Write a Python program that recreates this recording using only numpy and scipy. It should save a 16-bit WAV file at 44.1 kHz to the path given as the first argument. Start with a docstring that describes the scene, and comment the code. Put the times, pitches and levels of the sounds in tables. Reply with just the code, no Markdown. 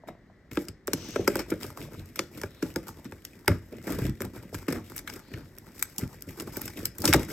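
"""Fingers pick at the perforated door of a cardboard advent calendar, close to a phone in a small room.
Nails tick on the card and paper fibres snap, as noise bursts with a crack and a clack band.
Taps and pushes send falling bending waves through the hollow box, which rings and thumps.
Between the taps skin rubs, creaks and slides as random slips, and the perforation crackles,
until the door rips open at the end; a short room tail and a faint hush lie behind."""
import sys
import numpy as np
from scipy import signal
from scipy.fft import rfft, irfft, next_fast_len
from scipy.io import wavfile
from scipy.ndimage import map_coordinates

SR = 44100
rng = np.random.default_rng(int(sys.argv[2]) if len(sys.argv) > 2 else 0)


def transcribe(u):
    """Save the signal u as a 16-bit wav file named by the first command-line argument.

    u: samples, shape (n,) or (channels, n), limited to [-1, 1]; the rate is SR.
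    q: integer samples, one column per channel.
    """
    v = np.clip(np.atleast_2d(u).T, -1, 1)
    q = np.round(v * 32767).astype(np.int16)
    wavfile.write(sys.argv[1], SR, q)


N = 322812

# a nail strikes the lid, ticking and knocking at once: start_s, contact_s, crack_db, clack_db,
# crack_tilt_db_per_octave, knock_db, knock_pitch_hz, box_thump_db
NAIL_TAPS = [(0.085, 0.0024, -57.5, -46.5, -3, -39.5, 685, -50),
             (0.5717, 0.0014, -42.5, -31.5, -13.5, -23.5, 329, -44),
             (0.684, 0.0014, -40, -51, -6, -41, 245, -40.5),
             (0.879, 0.00047, -41.5, -35.5, -9, -29.5, 402, -47),
             (0.933, 0.0014, -25, -34.5, -0.5, -26, 297, -36),
             (1.1588, 0.0015, -43, -31.5, -11, -23.5, 420, -58),
             (1.2764, 0.002, -25.5, -22, -3, -17.5, 384, -52),
             (1.356, .0014, -33, -30.5, -2, -27.5, 378, -50), (1.391, 0.006, -36, -34.5, -7, -33, 345, -47),
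             (1.517, 0.0042, -71, -36, 4, -22.5, 330, -53),
             (1.64, 0.0048, -45.5, -43.5, -2, -38.5, 384, -62),
             (2.1918, 0.00062, -28, -29.5, -14.5, -31, 357, -42),
             (2.435, 0.00049, -43, -34, -2, -32.5, 395, -37),
             (2.625, 0.00083, -40.5, -37.5, -4.5, -24.5, 302, -50),
             (2.76, 0.00033, -35.5, -33.5, -4, -26, 330, -36),
             (3.051, 0.0041, -53.5, -50, -11, -36, 239, -50),
             (3.1217, 0.0021, -55, -44.5, -5, -44, 376, -39.5),
             (3.4791, 0.001, -24, -19, -4.5, -22.5, 387, -27),
             (3.874, 0.0011, -49.5, -46, -3, -35.5, 347, -45),
             (4.2055, 0.00068, -43.5, -40, -6, -32.5, 380, -44),
             (4.218, 0.002, -37, -39.5, 5, -42, 405, -55), (4.544, 0.0027, -41.5, -39, -6.5, -39, 304, -31),
             (4.681, 0.0084, -39.5, -34, -4.5, -23.5, 295, -66),
             (4.724, 0.002, -36.5, -37.5, -1.5, -30.5, 347, -55),
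             (5.339, 0.0014, -50, -45, -23, -51, 358, -35), (6.42, .002, -44.5, -58, 5, -39, 386, -42),
             (6.569, 0.00073, -36.5, -51, 10, -38, 380, -54), (7.0387, 0.014, -38, -31, 3, -30, 402, -52)]
# paper fibres of the perforation break: start_s, length_s, crack_db, clack_db, crack_tilt_db_per_octave
FIBRE_SNAPS = [(0.513, 0.0032, -57, -47, -1), (0.872, 0.00096, -36.5, -53, 6),
               (1.502, .0025, -39, -54, 0.5), (2.158, 0.002, -40.5, -46.5, -2),
               (2.4153, 0.001, -40, -47.5, -5.5), (3.2504, 0.0012, -38.5, -52, -3),
               (3.922, .0026, -57, -44, 0), (4.0956, 0.00056, -48.5, -54, -9),
               (4.9635, 0.00036, -36.5, -49, 12), (4.9794, 0.00088, -36.5, -54, -2),
               (4.989, .0018, -40, -47, 0), (5.074, 0.0034, -42.5, -36, 1), (5.098, 0.0015, -43, -43, -10),
               (5.5843, 0.00075, -44, -60, 6.5), (5.7943, 0.00034, -43, -59, 0),
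               (5.826, 0.0005, -23, -33, 2), (5.9825, .0003, -29, -66, 1.5),
               (6.2224, 0.00043, -40, -68, 2.5), (6.399, 0.0011, -38, -46, -10),
               (6.558, 0.004, -58, -45, -3), (6.615, 0.002, -34.5, -45.5, 8), (6.655, 0.0039, -38, -61, 4),
               (6.6784, 0.0016, -40, -42.5, -5), (6.855, 0.00044, -25, -46, 3.5),
               (6.983, 0.0014, -37.5, -53, 7), (7.0025, .0016, -43, -72, 8),
               (7.0196, 0.00038, -35, -68, -1), (7.0544, 0.00035, -19.5, -39, -3),
               (7.076, .0044, -24.5, -30.5, -4.5), (7.1285, .0009, -25, -20.5, -8),
               (7.1356, 0.0005, -19, -21, 3), (7.1411, 0.0011, -26.5, -25, -7)]
# the lid gives under a soft fingertip or springs back: start_s, knock_db, knock_pitch_hz, box_thump_db
LID_PUSHES = [(0.035, -48, 630, -59), (0.149, -57, 647, -69), (0.298, -58, 686, -53),
              (0.52, -44.5, 304, -39.5), (1.192, -24, 384, -32), (1.975, -56, 306, -34),
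              (3.495, -22.5, 255, -18.5), (3.731, -39.5, 413, -54), (4.015, -36.5, 270, -23),
              (4.045, -31.5, 283, -23.5), (4.085, -28.5, 227, -30), (4.447, -41, 217, -70),
              (4.526, -39.5, 460, -40), (6.025, -29, 238, -30), (6.273, -38.5, 272, -40),
              (6.99, -40.5, 293, -36), (7.055, -28, 317, -37), (7.084, -23.5, 328, -23.5),
              (7.095, -27, 254, -39), (7.1409, -21.5, 794, -21), (7.145, -19, 367, -21),
              (7.156, -21.5, 286, -26)]
# a finger drags across the card or pulls at the door: start_s, length_s, rubbing_db, edge_crackle_db
FINGER_STROKES = [(0.068, 0.02, -44, -65), (0.51, 0.12, -52, -53.5), (0.665, 0.032, -47, -66),
                  (0.88, 0.51, -48, -60), (1.268, 0.14, -40.5, -50.5), (1.48, 0.042, -41, -53),
                  (1.6, 0.091, -47, -50.5), (1.765, 0.079, -42.5, -51.5), (1.91, 0.1, -46, -58.5),
                  (2.16, 0.057, -49.5, -57), (2.31, 0.15, -48.5, -57.5), (2.62, 0.091, -46.5, -53.5),
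                  (2.76, 0.025, -48, -56), (2.865, 0.028, -46.5, -51), (2.95, 0.16, -72, -86),
                  (3.27, 0.043, -55, -61.5), (3.48, 0.053, -34, -52), (3.715, .07, -47, -70),
                  (3.83, 0.047, -46, -54), (3.868, 0.084, -36, -47.5), (3.98, 0.094, -38.5, -49.5),
                  (4.205, 0.052, -37.5, -54), (4.33, 0.044, -42.5, -54), (4.525, 0.089, -54, -54),
                  (4.68, 0.089, -36.5, -53.5), (4.84, 0.15, -52, -57), (5.06, .11, -49.5, -54.5),
                  (5.3, .11, -46, -64.5), (5.74, 0.22, -66, -57.5), (5.985, 0.049, -41.5, -49),
                  (6.085, 0.065, -53, -57), (6.265, 0.11, -53, -55.5), (6.37, .06, -46, -52.5),
                  (6.46, 0.036, -45.5, -55.5), (6.52, 0.059, -44.5, -45), (6.61, 0.069, -43, -47.5),
                  (6.7, 0.042, -52, -53.5), (6.76, .11, -44.5, -51.5), (6.99, 0.057, -45.5, -56.5),
                  (7.04, 0.062, -30.5, -35), (7.137, 0.0083, -23, -35), (7.19, 0.04, -37, -45),
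                  (7.28, 0.05, -41.5, -48)]
# a fingertip slides over the printed face: start_s, length_s, level_db, final_pitch_ratio
FINGER_SLIDES = [(0.898, .37, -48.5, 1.06), (2.431, 0.3, -63.5, 0.69), (5.18, .3, -63.5, .82)]
# resonances of the lid: centre_hz, width_hz, level_db
LID_MODES = [(208, 11, -44), (298, 25, -3), (330, 40, -13), (385, 76, -13), (450, 35, -36), (565, 71, 11),
             (765, 33, -13.5)]
# treble of breaking fibres and crackling edges: frequency_hz, density_db_per_hz
CRACK_COLOUR = [(1800, -30), (2800, -8.5), (3900, -11), (5200, 1.5), (6300, -4), (7800, 0.5), (10000, -3),
                (12000, 4), (14500, -5), (16500, -7.5)]
# midrange of a struck or torn patch of card: frequency_hz, density_db_per_hz
CLACK_COLOUR = [(450, -19), (850, 7), (1080, 0.5), (1350, 6), (1650, 4.5), (1850, -0.5), (2250, 4),
                (2800, -9), (4000, -1)]
# midrange rasp of the skin: frequency_hz, density_db_per_hz
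RASP_COLOUR = [(500, -17), (850, 2.5), (1100, -3.5), (1450, -1), (1800, -3), (2250, 1), (2900, -2.5),
               (3800, 2), (5500, -13)]
# low rubbing of the lid: frequency_hz, density_db_per_hz
RUB_COLOUR = [(100, -45), (180, 1.5), (330, 3.5), (450, -2), (560, -8), (700, -11), (1200, -88)]
# slow flexing of the box: frequency_hz, density_db_per_hz
FLEX_COLOUR = [(18, -96), (35, -10), (55, -0.5), (75, -5.5), (92, 4), (115, 2), (150, 0), (240, -13)]
# skin on smooth print: frequency_hz, density_db_per_hz
HISS_COLOUR = [(1500, -5), (2700, 9.5), (4800, 5.5), (5700, 12.5), (6400, 11), (7100, -7), (8200, 3.5),
               (9500, -32), (16000, -5)]
# still room air: frequency_hz, density_db_per_hz
AIR_COLOUR = [(30, 0), (55, 1.5), (100, -0.5), (240, -2.5), (400, -8), (900, -21.5), (1400, -22),
              (1950, -14), (2500, -33), (4000, -32.5), (8000, -41.5), (15000, -48)]
# decay of the room: frequency_hz, t60_s
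ROOM_DECAY = [(100, 0.35), (400, 0.19), (2000, 0.27), (6000, 0.27), (15000, 0.059)]
# left-right likeness when both input rows are equally strong: frequency_hz, correlation (0 to 1)
STEREO_LIKENESS = [(100, .99), (500, .9), (1400, .88), (2400, .88), (3500, .55), (5300, .25), (7500, .9),
                   (15000, .92)]
# level balance of the phone's stereo filter: frequency_hz, left_minus_right_db
STEREO_BALANCE = [(60, 0), (200, .8), (300, 0), (650, -.5), (1300, 3), (3300, 2.5), (5300, 9), (7500, .6),
                  (15000, -.4)]
# phase balance of the phone's stereo filter: frequency_hz, left_lead_radians
STEREO_LEAD = [(300, 0), (520, -.3), (780, .5), (1100, 0), (1640, -.2), (2500, .4), (3500, 1.3), (4600, 1.6),
               (6400, -.35), (7500, -.65), (8500, -1.4), (10000, -3.1), (12000, -4.7), (16000, -8.3)]

LEAD_IN_DB, LEAD_IN_S = -20, .0011  # a brief soft swell of noise leads into each snap
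USUAL_CLACK_DB = -35  # a tap of middling strength
SPOT_DB = 3.0  # ripple of the colour from one spot on the card to the next
ATTACK_S, RELEASE_S = 0.006, 0.016  # a stroke takes hold, and dies away once the finger stops
HOLD_FROM_S, HOLD_RUB_DB, HOLD_CRACKLE_DB = 0.9, -58.5, -66  # between strokes the hand rests on the card
FLEX_LAG_S = 0.025  # the box gives a little after the finger drags
RASP_DB = -4  # the rasp of the skin, against rubbing and crackle
RASP_EDGE_SHARE = 0.45  # how far the rasp follows the crackling edges rather than the rubbing
SLIDE_SAG = .1  # share by which a slide's hiss starts below its final pitch
TOP_HZ = 16300  # band limit of the phone


def snaps(rows, clack_hz, deepen=0, clack_octaves=0.79, spiky=0.98, flutter_db=-21, flutter_s=0.0093,
          size=2048):
    """Impulsive fracture: each snap is a tiny avalanche of fibres, coloured by its own spot on the card."""
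    early_s = .006
    out = np.zeros((2, N))
    t = np.arange(size) / SR - early_s
    after = np.maximum(t, 0)
    spot_hz = np.geomspace(700, 16000, num=40)
    for s, length, crack_db, clack_db, tilt_db in rows:
        length = max(length, 2e-4)
        onset = 1 - np.exp(-after / (.15 * length))
        avalanche = onset * np.exp(-after / (1.8 * length))
        # a brief soft swell of noise leads into each snap, and the freed edge flutters after it
        lead_in = amp(LEAD_IN_DB) * np.exp(-np.abs(t) / LEAD_IN_S)
        flutter = amp(flutter_db) * np.exp(-after / flutter_s)
        envelope = avalanche + np.where(t < 0, lead_in, flutter)
        spikes = np.exp(spiky * rng.standard_normal(size))
        burst = envelope * rng.standard_normal((2, size)) * spikes
        spot = np.column_stack([spot_hz, SPOT_DB * rng.standard_normal(len(spot_hz))])
        # a harder blow moves a wider patch of card, which clacks lower: deepen is in octaves per dB
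        patch_hz = clack_hz * 2 ** (deepen * (USUAL_CLACK_DB - clack_db))
        crack = filtered(burst, lambda hz: amp(along(spot, hz) + tilt_db * np.log2(1 + hz / clack_hz)))
        clack = filtered(burst, lambda hz: amp(along(spot, hz)) * hump(hz, patch_hz, clack_octaves))
        add(out, s - early_s, amp(crack_db) * blow(coloured(crack, CRACK_COLOUR)))
        add(out, s - early_s, amp(clack_db) * blow(coloured(clack, CLACK_COLOUR)))
    return out


def loose_fibres(crackling, over_db=10, clack_db=-7, scatter_db=7, length_s=0.00084, count=64):
    """Random fracture under load: faint snaps whose level follows the crackle; rows like FIBRE_SNAPS."""
    # one random moment in each of count equal spans
    times = (np.arange(count) + rng.random(count)) / count * (N - 1) / SR
    levels = crackling[(times * SR).astype(int)] + over_db - scatter_db * rng.random((2, count))
    return [(s, length_s, crack, mid + clack_db, 0) for s, crack, mid in zip(times, *levels)]


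def knocks(rows, knock_db=1, ring_db=-11, octaves=0.51, cycles=2.1, box_hz=91, ring_t60=0.079, size=16384):
    """Dispersion: bending waves run slower at low pitch, so a knock sweeps down; lid rings, box thumps."""
    out = np.zeros(N)
    t = np.arange(size) / SR
    hz = np.fft.rfftfreq(size, 1 / SR)
    lid = sum(amp(db) / (1 + (2 * (hz - f) / width) ** 2) for f, width, db in LID_MODES)
    for s, db, pitch_hz, thump_db in rows:
        # every frequency arrives a fixed number of its own cycles late
        sweep = np.exp(-2j * np.pi * (cycles * np.log(hz + 1) + rng.random()))
        # the near edge sends the wave straight back
        bounce = 1 + 0.5 * np.exp(-2j * np.pi * hz * 2 / pitch_hz)
        wave = irfft(hump(hz, pitch_hz * .92, octaves) * sweep * bounce)
        # later reflections from the edges of the lid pile up in its resonances
        echoes = rng.standard_normal(size) * amp(-60 * t / ring_t60)
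        ring = irfft(rfft(echoes) * lid * hump(hz, pitch_hz * .9, 0.55) * sweep)
        # the thump: a swept low band and a tone of the box that swells and fades
        sway_hz = box_hz * np.exp(0.027 * rng.standard_normal())
        sway = irfft(hump(hz, sway_hz, 0.65) * sweep)
        air = np.sin(2 * np.pi * box_hz * t) * amp(-60 * t / 0.079) * (1 - np.exp(-t / 0.025))
        add(out, s, amp(db + knock_db) * blow(wave) + amp(db + ring_db) * blow(ring))
        add(out, s, amp(thump_db) * blow(0.83 * blow(sway) + blow(air)))
    return out


def fingers(rubbing, crackling, flex_db=-4, rub_smooth=1.0, crackle_smooth=0.69):
    """Stick-slip friction: small slips of the skin flex the box, rub the lid and crackle the torn edges."""
    flexing = np.interp(np.arange(N) - FLEX_LAG_S * SR, np.arange(N), rubbing)
    rasping = rubbing + RASP_EDGE_SHARE * (crackling - rubbing)
    noise = lambda: rng.standard_normal((2, N))
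    catches = grains(rate=75, spread_db=4, life_s=.002)
    fibres = grains(rate=300, spread_db=3.5, life_s=.0006)
    # the creaks swell whenever the skin catches
    creaking = (.7 * noise() + np.array([creaks(), creaks()])) * (1.1 + catches)
    edges = noise() * (crackle_smooth + 0.47 * catches + 0.11 * fibres)
    flex = amp(flexing + flex_db) * unit(coloured(noise(), FLEX_COLOUR, size=16384))
    rub = amp(rubbing) * unit(coloured(noise() * (rub_smooth + catches), RUB_COLOUR, size=4096))
    rasp = amp(rasping + RASP_DB) * unit(coloured(creaking, RASP_COLOUR))
    crackle = amp(crackling) * unit(coloured(edges, CRACK_COLOUR))
    return flex + rub + rasp + crackle


def effort(waver_db=1.5, waver_rate=30):
    """Power summation: rubbing and crackle in dB, strokes over a resting hand, with unsteady pressure."""
    moves = FINGER_STROKES + [(HOLD_FROM_S, N / SR, HOLD_RUB_DB, HOLD_CRACKLE_DB)]
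    power = sum((amp([[rub_db], [crackle_db]]) * stroke(s, length)) ** 2
                for s, length, rub_db, crackle_db in moves)
    return 10 * np.log10(power + 1e-12) + waver_db * wander(waver_rate)


def stroke(start_s, length_s):
    """Amplitude envelope: linear attack, hold and exponential release of one movement of a finger."""
    t = np.arange(N) / SR - start_s
    release = np.exp(-np.clip((t - length_s) / RELEASE_S, 0, 30))
    return np.clip(t / ATTACK_S, 0, 1) * release


def grains(rate, spread_db, life_s):
    """Shot noise: random slips per second, of uneven size, each decaying exponentially; rms 1."""
    sizes = amp(spread_db * np.minimum(rng.exponential(size=N), 3))
    slips = (rng.random(N) < rate / SR) * sizes
    return unit(signal.lfilter([1], [1, -np.exp(-1 / (life_s * SR))], slips))


def creaks(pitch_hz=1750, drift=0.35, spread=0.24, spread_db=3, cycles=3.5, count=4000, size=256):
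    """Damped oscillation: each catch of skin shakes a patch of card; neighbours share pitch; rms 1."""
    start = rng.integers(0, N - size, (count, 1))
    patch = drift * wander(35)[start]
    pitches_hz = pitch_hz * np.exp(patch + spread * rng.standard_normal((count, 1)))
    phase = pitches_hz * np.arange(size) / SR  # in cycles
    strength = amp(spread_db * np.minimum(rng.exponential(size=(count, 1)), 3))
    rings = strength * np.sin(2 * np.pi * phase) * np.exp(-phase / cycles)
    return unit(np.bincount((start + np.arange(size)).ravel(), rings.ravel(), N))


def slides():
    """Sliding friction: skin hisses on smooth print, loudest midway, rising in pitch along the way."""
    out = np.zeros((2, N))
    for s, length, db, ratio in FINGER_SLIDES:
        loudness = np.sin(np.linspace(0, np.pi, int(length * SR)))
        # a fixed noise texture is read ever faster, which raises its pitch
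        travel = np.cumsum(ratio * (1 - SLIDE_SAG * np.linspace(1, 0, len(loudness))))
        texture = unit(coloured(rng.standard_normal((2, SR)), HISS_COLOUR))
        hiss = np.array([map_coordinates(channel, [travel]) for channel in texture])
        add(out, s, amp(db) * loudness * hiss)
    return out


def room(x, count=3):
    """Reverberation: three random decaying noise tails, taken in turn every 0.3 s for variety."""
    out = np.zeros((2, N))
    turn = np.arange(N) / SR / .3
    for k in range(count):
        hz, t, z = signal.stft(rng.standard_normal((2, SR // 3)), SR, nperseg=256)
        decay = amp(-60 * t / along(ROOM_DECAY, hz)[:, None])
        tail = signal.istft(z * decay, SR, nperseg=256)[1]
        # the tail starts 1/300 s late
        tail = np.pad(tail / np.linalg.norm(tail[0]), ((0, 0), (SR // 300, 0)))
        active = turn.astype(int) % count == k
        out += signal.fftconvolve(x * active, tail, axes=1)[:, :N]
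    return out


def ambient(air_db=-57):
    """Stationary noise: the faint steady hush of the room."""
    return amp(air_db) * unit(coloured(rng.standard_normal((2, N)), AIR_COLOUR, size=8192))


def stereo_filter(pair):
    """Interchannel coherence: the phone's stereo filter sends row one to both channels alike and row two as
    their difference."""
    turn = lambda hz: np.arccos(np.clip(along(STEREO_LIKENESS, hz), 0, 1)) / 2
    mid, side = filtered(pair, lambda hz: np.array([np.cos(turn(hz)), np.sin(turn(hz))]))
    # half of the level and phase balance on each channel, in opposite senses
    left = lambda hz: amp(along(STEREO_BALANCE, hz) / 2) * np.exp(.5j * along(STEREO_LEAD, hz))
    return filtered(np.array([mid + side, mid - side]), lambda hz: np.array([left(hz), 1 / left(hz)]))


def amp(db):
    """Level definition: decibels to amplitude gain."""
    return 10 ** (np.asarray(db) / 20)


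def unit(x):
    """Power normalisation: scale each row to rms 1."""
    return x / np.sqrt(np.mean(x ** 2, axis=-1, keepdims=True) + 1e-20)


def blow(x):
    """Energy normalisation: scale a short sound to the energy of 10 ms at rms 1."""
    return unit(x) * np.sqrt(SR / 100 / x.shape[-1])


def along(points, hz):
    """Logarithmic interpolation: (Hz, value) points read on a log-frequency axis."""
    f, v = np.transpose(points)
    return np.interp(np.log(hz + 1), np.log(f + 1), v)


def filtered(x, response):
    """Linear filtering: the spectrum of x times a complex response of frequency."""
    size = x.shape[-1]
    m = next_fast_len(size + 4096, True)
    return irfft(rfft(x, m) * response(np.fft.rfftfreq(m, 1 / SR)), m)[..., :size]


def coloured(x, spectrum, size=2048):
    """Minimum phase: causal colouring that falls away steeply outside the end points of the spectrum."""
    hz = np.fft.rfftfreq(size, 1 / SR)
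    closed = [(spectrum[0][0] / 2, -70)] + list(spectrum) + [(spectrum[-1][0] * 2, -70)]
    # folding the cepstrum onto positive time makes the filter causal
    cepstrum = irfft(np.log(amp(along(closed, hz))))
    cepstrum[1:size // 2] *= 2
    cepstrum[size // 2 + 1:] = 0
    impulse = irfft(np.exp(rfft(cepstrum)))
    return signal.fftconvolve(x, impulse[None], axes=1)[:, :x.shape[1]]


def hump(hz, centre_hz, octaves):
    """Band-pass weighting: a bell-shaped band on a log-frequency axis."""
    return np.exp(-.5 * (np.log2((hz + 1) / centre_hz) / octaves) ** 2)


def wander(rate):
    """Band-limited fluctuation: a smooth random curve, rate knots a second."""
    return map_coordinates(rng.standard_normal(2 ** 11), [np.arange(N) * rate / SR], mode="wrap")


def add(track, s, x):
    """Superposition: mix x into the track at time s."""
    start = max(round(s * SR), 0)
    part = track[..., start:start + x.shape[-1]]
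    part += x[..., :part.shape[-1]]


def scene():
    """Direct and reverberant field: taps, snaps and rubbing; walls answer what the card sends sideways."""
    rubbing, crackling = effort()
    nails = snaps([tap[:5] for tap in NAIL_TAPS], clack_hz=1390, deepen=0.008)
    tearing = snaps(FIBRE_SNAPS + loose_fibres(crackling), clack_hz=1990)
    ticks = nails + tearing
    tap_knocks = [(s, *knock) for s, contact, crack, clack, tilt, *knock in NAIL_TAPS]
    lid = knocks(tap_knocks + LID_PUSHES)
    hand = fingers(rubbing, crackling) + slides()
    # swapped rows: the sideways part feeds the common row of the room
    wet = room(amp(-18) * ticks[::-1] + amp(-9.5) * lid + amp(-7.0) * hand[::-1])
    lid_pair = np.array([lid, np.zeros(N)])  # the lid sounds alike in both channels
    return stereo_filter(ticks + hand + lid_pair + wet + ambient())


def record(dry):
    """Saturation and band limiting: the phone rounds off the sharpest peaks and cuts the top treble."""
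    rounded = dry / (1 + np.abs(dry / .85) ** 6) ** (1 / 6)
    return filtered(rounded, lambda hz: 1 / (1 + (hz / TOP_HZ) ** 160))


dry = scene()
out = record(dry)
transcribe(out)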